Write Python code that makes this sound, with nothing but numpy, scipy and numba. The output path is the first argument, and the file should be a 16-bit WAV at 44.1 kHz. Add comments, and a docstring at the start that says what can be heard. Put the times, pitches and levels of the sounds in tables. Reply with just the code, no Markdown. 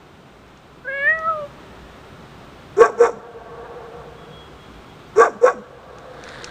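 """Faint outdoor air and small clicks are heard first: filtered noise, narrow-band drones and decaying bursts.
A cat on a stone wall then gives one long meow, a harmonic series shaped by a moving mouth resonance.
A dog answers with two pairs of gruff barks: chest tone, rough pulses through throat resonances, squeal, yelp.
Walls and, much later, the land return the barks as decaying noise responses. A thin far whistle (sine pips)
and a rustle (grainy noise) are added; a gain control ducks on the loud barks and recovers slowly."""
import sys
import numpy as np
from scipy import signal
from scipy.fft import rfft, irfft
from scipy.io import wavfile
from scipy.ndimage import uniform_filter1d
from numba import njit

SR = 44100
rng = np.random.default_rng(int(sys.argv[2]) if len(sys.argv) > 2 else 0)


def wrap_up_sound(samples):
    """Save the sound to the file named by the first command line argument, as 16-bit audio."""
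    columns = np.atleast_2d(samples).T
    # keep every value between -1 and 1, then stretch to whole-number steps
    tamed = np.clip(columns, -1, 1)
    steps = np.round(tamed * 32767).astype(np.int16)
    wavfile.write(sys.argv[1], SR, steps)


N = 286650
T = np.arange(N) / SR  # time axis [s]

# Spectrum of the outdoor air: (frequency [Hz], relative density [dB per Hz])
AIR_SPECTRUM = [(20, -12), (38, -29.5), (56, 1.5), (80, -4.5), (125, -2.5), (210, -4), (335, -6), (400, -5),
                (480, -8), (1350, -11), (1800, -17.5), (3700, -21.5), (4600, -28.5), (9000, -37),
                (11200, -50.5), (13000, -42)]
# Distant drones in the air: (frequency [Hz], width of one filter pass [Hz], mean level [dB])
DRONES = [(57.4, 12, -55), (146.6, 42, -52.5), (384.3, 23, -58)]
# Pips of the far whistle: (time [s], length [s], level [dB])
WHISTLE_PIPS = [(4.185, 0.079, -57), (4.336, 0.085, -48), (4.459, 0.041, -56), (4.596, 0.068, -55),
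                (4.739, .04, -59), (4.895, 0.019, -56), (5.019, 0.046, -63)]
# Spectrum of the scuffing: (frequency [Hz], relative density [dB per Hz])
RUSTLE_SPECTRUM = [(200, -4), (550, -3.5), (1000, -4), (1650, 5.5), (2700, -14.5), (3700, -2.5),
                   (5200, -16.5), (6200, -20.5), (9500, -25), (11500, -52), (15000, -40)]
# Scuffs of the rustle: (time [s], length [s], level [dB])
SCUFFS = [(5.95, .25, -52), (6.269, 0.26, -39)]
# Small clicks: (time [s], relative level [dB])
CLICKS = [(0.4794, -50), (0.574, -42.5), (1.095, -41), (1.19, -34.5), (5.9844, -31), (6.2382, -25.5),
          (6.289, -25.5), (6.39, -45), (6.4438, -13.5)]
# Spectrum of the clicks: (frequency [Hz], relative level [dB])
CLICK_SPECTRUM = [(500, -11), (1300, -35), (2500, 15.5), (3000, 1), (4000, 10), (6500, 11.5), (8000, -0.5),
                  (10000, -8), (11500, -30), (15000, -32)]
# Spectrum returned by the reflectors: (frequency [Hz], relative level [dB])
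ECHO_SPECTRUM = [(100, -17), (350, -3.5), (455, -6), (500, -3), (600, 5), (710, 2.5), (850, 1.5),
                 (1120, -6), (1300, -3), (1700, -4), (3000, -9), (8000, -51)]
# Near walls and far slopes:
# (delay [s], spread [s], relative level [dB], build-up [dB/s], decay [dB/s])
REFLECTORS = [(.06, 0.027, -3.5, 166.5, 54), (.57, 0.34, -12, 74.5, 29)]
# Pitch of the meow: (time [s], frequency [Hz])
MEOW_PITCH = [(0.845, 509.3), (0.867, 491), (0.885, 554), (0.913, 530.4), (0.945, 557.4), (0.999, 554.3),
              (1.057, 580.7), (1.089, 620.3), (1.151, 648.2), (1.245, 636.7), (1.285, 659.9),
              (1.377, 603.6), (1.391, 604), (1.441, 569), (1.465, 580)]
# The cat's effort, as the level of its fundamental: (time [s], level [dB])
MEOW_EFFORT = [(0.839, -61), (0.851, -40), (.868, -42), (.88, -32.5), (1.1, -30), (1.22, -35),
               (1.29, -30.5), (1.446, -28.5), (1.474, -42.5)]
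# Mouth resonance moved by the cat's jaw: (time [s], frequency [Hz])
MEOW_MOUTH = [(.86, 1440), (.91, 1797), (1.0, 1906), (1.06, 1866), (1.13, 1790), (1.23, 1510), (1.29, 1330),
              (1.35, 1015), (1.46, 815)]
# Upper resonances of the cat's open mouth: (frequency [Hz], width scale [Hz], relative level [dB])
CAT_TREBLE = [(2650, 1500, -12), (3520, 180, -25), (4610, 250, -32), (9370, 900, -37.5)]
# Barks: (time [s], top pitch [Hz], upward scoop [Hz/s], chest attack [dB/s], chest hold [s],
# chest level [dB], mouth closes after [s], mouth level [dB], squeal pitch [Hz], squeal level [dB],
# yelp slides after [s], relative yelp level [dB], level sent to the reflectors [dB])
BARKS = [(2.796, 474, 2297, 1054, 0.03, -3, 0.061, -12, 1122, -8, 0.1, -22.5, -14.5),
         (3.008, 486, 899.4, 906, 0.029, -3, 0.053, -10, 1149, -19.5, .087, -20, -16),
         (5.187, 478.5, 2606, 998, 0.022, -3, 0.062, -10, 1152, -7.5, .095, -17, -20.5),
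         (5.444, 518, 1490, 747, 0.0025, -2, 0.039, -8.5, 1105, -10.5, .083, -18, -21)]
# Resonances of the dog's throat and muzzle:
# (frequency [Hz], width of one filter pass [Hz], relative level [dB])
MUZZLE = [(475, 250, -3.5), (706.6, 31.5, 3), (893, 67, -1.5), (1103, 154, 1), (1314, 53, 3), (1512, 74, 0),
          (1750, 36, -5), (1963, 81, -12), (2158, 59, -10.5), (2427, 124, -14), (3590, 260, -25),
          (4725, 81, -27.5)]
# Spectrum of the hiss on each bark: (frequency [Hz], relative density [dB per Hz])
TEETH_SPECTRUM = [(4000, -42), (4700, -19), (5150, -12.5), (5550, 7), (6100, -0.5), (7000, 0.5),
                  (7700, 0.5), (8500, -16), (9800, -13), (11200, -39), (13000, -30), (15500, -23.5)]

# Air: level once risen; midpoint, duration and size of its one rise
AIR_DB, AIR_RISE_S, AIR_RISE_LENGTH_S, AIR_RISE_DB = -42, 1.12, 0.44, 4
# The whistle starts a little sharp and settles onto its pitch
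WHISTLE_HZ, WHISTLE_OVERSHOOT_HZ, WHISTLE_SETTLE_S = 3310, 37.7, 0.0636
# Meow: time of greatest brightness, overtones over the fundamental, loss towards both ends
BRIGHT_S, BRIGHT_DB, DULLING_DB_PER_S2 = 1.133, 17.5, 157.5
# Bark pitch tops out just after the bark's time, then sags
PITCH_TOP_S, SAG_HZ, SAG_S = 0.019, 46, 0.03
# The voice starts this long before the chest tone is at full strength
VOICE_LEAD_S, CHEST_RELEASE_DB_PER_S = 0.031, 283
# The mouth opens a moment after the chest tone
MOUTH_LAG_S, MOUTH_ATTACK_DB_PER_S, MOUTH_RELEASE_DB_PER_S = 0.022, 485, 476
# Squeal: delay, and half length as a share of the time until the mouth closes
SQUEAL_LAG_S, SQUEAL_SHARE = 0.04025, 0.36
# The yelp slides from a high pitch to a low groan
YELP_HZ, GROAN_HZ, YELP_SLIDE_S = 811, 203.9, 0.01095
YELP_LEAD_S, YELP_HOLD_S, YELP_ATTACK_DB_PER_S, YELP_RELEASE_DB_PER_S = 0.042, 0.041, 391, 755
GROAN_DB, GROAN_HOLD_S = -19, 0.091  # relative to the yelp's level
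TOP_HZ = 15350  # upper limit of the pass band


def undb(db):
    """Logarithmic level: decibels to amplitude gain."""
    return 10 ** (np.asarray(db) / 20)


def unit(x):
    """Normalisation to an rms amplitude of 1."""
    return x / np.sqrt(np.mean(x ** 2))


def curve(rows):
    """Linear interpolation of a (time, value) table."""
    s, value = np.transpose(rows)
    return np.interp(T, s, value)


def during(start_s, end_s):
    """Gating: 1 between two times, with edges softened by a moving average."""
    return uniform_filter1d(1. * ((T > start_s) & (T < end_s)), size=300)


def envelope(s, hold_s, attack, release):
    """Exponential growth and decay: reaches 1 at s, holds, falls; slopes in dB per second."""
    db = -attack * np.maximum(s - T, 0) - release * np.maximum(T - s - hold_s, 0)
    return undb(np.maximum(db, -200))


def noise():
    """Gaussian white noise: equal power at all frequencies."""
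    return rng.standard_normal(N)


def walk(rate):
    """Low-passed noise: a smooth random fluctuation up to about rate Hz, of rms 1."""
    lowpass = signal.butter(2, min(rate, 5000), fs=SR, output="sos")
    return unit(signal.sosfilt(lowpass, noise()))


def colour(x, points):
    """Minimum-phase filtering: the folded cepstrum gives a causal response with the tabled levels."""
    hz, db = np.transpose(points)
    size = 2 * N
    f = np.maximum(np.arange(N + 1) * SR / size, 1)
    response_db = np.interp(np.log(f), np.log(hz), db)
    cepstrum = irfft(np.log(undb(response_db)))
    cepstrum[1:N] *= 2
    cepstrum[N + 1:] = 0
    return irfft(rfft(x, size) * np.exp(rfft(cepstrum)))[:N]


def ring(x, hz, width):
    """Resonance: one second-order peak with gain 1 at its centre."""
    return signal.lfilter(*signal.iirpeak(hz, hz / width, fs=SR), x)


def ring_twice(x, hz, width):
    """Cascaded resonance: two equal passes steepen the skirts."""
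    return ring(ring(x, hz, width), hz, width)


def air():
    """Broadband turbulence: a wash whose low end wavers, over narrow-band drones of varying level."""
    wash = unit(colour(noise(), AIR_SPECTRUM))
    low = signal.sosfilt(signal.butter(2, 450, fs=SR, output="sos"), wash)
    wavering = wash + 0.11 * walk(6.3) * low
    drones = sum(undb(db + 2 * walk(1.8)) * unit(ring_twice(noise(), hz, width))
                 for hz, width, db in DRONES)
    lull = np.clip(.5 - (T - AIR_RISE_S) / AIR_RISE_LENGTH_S, 0, 1)
    return (undb(AIR_DB) * wavering + drones) * undb(-AIR_RISE_DB * lull)


def whistle(edge_db_per_s=400, flutter_db=1, waver=0.0017):
    """Sinusoidal oscillation: a faint, nearly steady far tone gated into pips."""
    since_first = np.maximum(T - WHISTLE_PIPS[0][0], 0)
    hz = WHISTLE_HZ + WHISTLE_OVERSHOOT_HZ * np.exp(-since_first / WHISTLE_SETTLE_S)
    phase = 2 * np.pi * np.cumsum(hz * (1 + waver * walk(39.8))) / SR
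    gain = sum(undb(db) * envelope(s, length_s, edge_db_per_s, edge_db_per_s)
               for s, length_s, db in WHISTLE_PIPS)
    return np.sqrt(2) * np.sin(phase) * gain * undb(flutter_db * walk(19))


def rustle(grain_db=4, attack_db_per_s=160, release_db_per_s=90):
    """Frictional noise: random level fluctuations make the close scuffing gritty."""
    grains = noise() * undb(grain_db * walk(740) + 0.602 * walk(17.3))
    pressure = sum(undb(db) * envelope(s, length_s, attack_db_per_s, release_db_per_s)
                   for s, length_s, db in SCUFFS)
    return unit(colour(grains, RUSTLE_SPECTRUM)) * pressure


def clicks(decay_s=0.0019, level_db=-6, tail_db=-24, tail_s=0.025):
    """Transient decay: each noise burst dies within milliseconds and leaves a faint tail."""
    bursts = 0
    for s, db in CLICKS:
        since = np.abs(T - s)
        decay = np.exp(-since / decay_s) + undb(tail_db) * np.exp(-since / tail_s)
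        bursts = bursts + undb(db) * decay * (T >= s)
    softened = uniform_filter1d(bursts, size=60)
    return undb(level_db) * softened * unit(colour(noise(), CLICK_SPECTRUM))


def yard(x, t60=0.42, wet_db=-21):
    """Reverberation: convolution with exponentially decaying noise, a short bright ring between walls."""
    response = noise() * undb(-60 * T / t60) * (T > .006)  # t60 [s]: time to fall 60 dB
    return undb(wet_db) * signal.fftconvolve(x, response / np.linalg.norm(response))[:N]


def echoes(x, patchy_db=2, drift_s=0.00061):
    """Scattering: distance-dulled reflections arrive in clumps, and a drifting delay wavers their pitch."""
    response = colour(noise(), ECHO_SPECTRUM)
    fade = sum(undb(db) * envelope(delay_s, spread_s, build, decay)
               for delay_s, spread_s, db, build, decay in REFLECTORS)
    fade = fade * undb(patchy_db * walk(29)) * (T > .012)
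    returned = signal.fftconvolve(x, response * fade / np.linalg.norm(fade))[:N]
    return np.interp(T + drift_s * walk(7.44), T, returned)


def cat(width_hz=150, closing_ratio=1.38, jitter=0.0026, rasp_db=-39):
    """Source and filter: harmonics flare as the mouth resonance sinks across the third, then the second."""
    hz, base_db, mouth_hz = curve(MEOW_PITCH), curve(MEOW_EFFORT), curve(MEOW_MOUTH)
    over_db = base_db + BRIGHT_DB - DULLING_DB_PER_S2 * (T - BRIGHT_S) ** 2
    phase = 2 * np.pi * np.cumsum(hz * (1 + jitter * walk(110))) / SR
    k = np.arange(2, 18)[:, None]  # overtone numbers
    resonance = 1 / (1 + ((k * hz - mouth_hz) / width_hz) ** 2)
    mouth = resonance / np.hypot(1, (k * hz / mouth_hz / closing_ratio) ** 12)  # steep loss above it
    opening = np.clip((mouth_hz - 1550) / 400, .35, 1) ** 2  # a wide mouth lets out more treble
    treble = sum(undb(db) / (1 + ((k * hz - f) / w) ** 2 * 2) ** 2 for f, w, db in CAT_TREBLE)
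    strength = undb(over_db) * mouth + undb(base_db) * opening * treble
    overtones = (strength * np.sin(k * phase)).sum(0)
    voice = undb(base_db) * np.sin(phase) + overtones * (1 + undb(rasp_db) * walk(540))
    shimmer = 1 + 0.014 * walk(200)
    return np.sqrt(2) * voice * shimmer * during(MEOW_EFFORT[0][0], MEOW_EFFORT[-1][0])


def bark_pitch():
    """Pressure-driven pitch: each bark scoops up to its top and sags as the pressure goes."""
    rows = np.array(BARKS)
    nearest = np.abs(T - rows[:, :1] - PITCH_TOP_S).argmin(axis=0)
    s, top_hz, scoop, *_ = rows[nearest].T
    since_top = T - s - PITCH_TOP_S
    sag = SAG_HZ * (1 - np.exp(-np.maximum(since_top, 0) / SAG_S))
    return np.maximum(top_hz + scoop * np.minimum(since_top, 0) - sag, GROAN_HZ)


def squeal(s, hz, length_s, chest_phase, upper_db=-8, lower_db=-16, rise=1.2, quiver=0.01227):
    """Modulation: the folds break into a rising squeal, which the chest tone chops into side tones."""
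    glide = 1 + rise * np.clip(T - s, -.05, .05) + quiver * walk(186)
    phase = 2 * np.pi * np.cumsum(hz * glide) / SR
    upper = undb(upper_db) * np.sin(phase + chest_phase)
    lower = undb(lower_db) * np.sin(phase - chest_phase)
    return np.sqrt(2) * (np.sin(phase) + upper + lower) * np.exp(-((T - s) / length_s) ** 2)


def yelp(s, octave_db=-7, quiver=0.0263, flutter=0.49, slide_db=-3):
    """Falling fold tension: the pitch slides from a yelp down to a faint low groan."""
    remaining = (1 - np.tanh((T - s) / (2 * YELP_SLIDE_S))) / 2
    hz = GROAN_HZ + (YELP_HZ - GROAN_HZ) * remaining
    phase = 2 * np.pi * np.cumsum(hz * (1 + quiver * walk(155))) / SR
    slopes = YELP_ATTACK_DB_PER_S, YELP_RELEASE_DB_PER_S
    slide_gain = undb(slide_db) * envelope(s - YELP_LEAD_S, YELP_HOLD_S, *slopes)
    groan_gain = undb(GROAN_DB) * envelope(s, GROAN_HOLD_S, *slopes)
    tone = np.sin(phase) + undb(octave_db) * np.sin(2 * phase)
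    return np.sqrt(2) * tone * (slide_gain + groan_gain) * (1 + flutter * walk(78))


def dog(jitter=0.03, rasp=3.0, half_tone=0.55, teeth_db=-25, flutter=0.24, chest_hiss_db=-36,
        sputter_db=2.6, leak_db=-46.5, break_s=0.0078, break_db=-5, ragged=0.22):
    """Source and filter: a round chest tone, then rough pulses through the muzzle; also the echo feed."""
    phase = 2 * np.pi * np.cumsum(bark_pitch() * (1 + jitter * walk(166.4))) / SR
    uneven = phase + 0.28 * walk(180)
    pulses = unit(sum(np.cos(k * uneven) / k ** .5 for k in range(1, 10)))
    pulses = pulses * (1 + half_tone * np.cos(phase / 2))  # strong and weak cycles alternate
    puffs = 1 + 0.55 * np.cos(phase)  # air escapes once a cycle
    source = pulses + rasp * puffs * noise()
    hiss = unit(colour(puffs * noise() * undb(sputter_db * walk(120)), TEETH_SPECTRUM))

    # double resonances leave dark valleys between the peaks
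    mouth = sum(undb(db) * ring_twice(source, hz, width) for hz, width, db in MUZZLE)
    mouth_power = np.abs(uniform_filter1d(mouth ** 2, size=700))
    mouth = mouth / np.sqrt(mouth_power + 1e-12)  # steady pressure behind the rasp
    mouth = mouth + undb(teeth_db) * hiss
    chest = np.sqrt(2) * np.sin(phase) * (1 + flutter * walk(40)) + undb(chest_hiss_db) * hiss
    rattle = walk(87)

    barks, carried = 0, 0
    for (s, _, _, attack, hold_s, chest_db, close_s, mouth_db,
         squeal_hz, squeal_db, yelp_s, yelp_db, echo_db) in BARKS:
        push = undb(chest_db) * envelope(s, hold_s, attack, CHEST_RELEASE_DB_PER_S)
        broken = np.clip((T - s - hold_s) / break_s, 0, 1)  # after its hold the chest tone turns ragged
        push = push * (undb(broken * break_db) + broken * ragged * rattle)
        jaw = undb(mouth_db) * envelope(s + MOUTH_LAG_S, close_s - MOUTH_LAG_S,
                                        MOUTH_ATTACK_DB_PER_S, MOUTH_RELEASE_DB_PER_S)
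        # faint hiss starts with the voice and lingers after the mouth closes
        leak = undb(leak_db) * jaw ** 0.26 * hiss
        squealing = squeal(s + SQUEAL_LAG_S, squeal_hz, SQUEAL_SHARE * close_s, phase)
        cry = undb(squeal_db) * squealing + undb(yelp_db) * yelp(s + yelp_s)
        bark = (push * chest + jaw * mouth + leak + cry) * during(s - VOICE_LEAD_S, np.inf)
        barks = barks + bark
        carried = carried + undb(echo_db) * bark
    return barks, carried


def scene(meow_echo_db=-28.5):
    """Superposition: both animals, their reflections and the background add linearly."""
    meow, (barks, carried) = cat(), dog()
    voices = meow + barks
    reflected = yard(voices) + echoes(carried + undb(meow_echo_db) * meow)
    background = air() + whistle() + rustle() + clicks()
    return (voices + reflected + background)[None]


@njit
def follow(x, attack, release):
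    """Asymmetric smoothing: rises quickly with its input and sinks slowly."""
    y, e = np.empty(len(x)), 0.
    for i in range(len(x)):
        e += (x[i] - e) * (attack if x[i] > e else release)
        y[i] = e
    return y


def record(dry, threshold_db=-12, attack_s=0.038, release_s=0.6):
    """Gain control: loud sound is ducked and the gain creeps back; peaks clip and the top is cut."""
    power = np.abs(uniform_filter1d(dry[0] ** 2, size=220))
    level_db = 10 * np.log10(power + 1e-12)
    excess_db = np.maximum(level_db - threshold_db, 0)
    duck_db = follow(0.98 * excess_db, 1 / (attack_s * SR), 1 / (release_s * SR))
    out = np.clip(dry * undb(-duck_db), -1, 1)
    return signal.sosfilt(signal.ellip(10, .1, 80, TOP_HZ, fs=SR, output="sos"), out)


dry = scene()
out = record(dry)
wrap_up_sound(out)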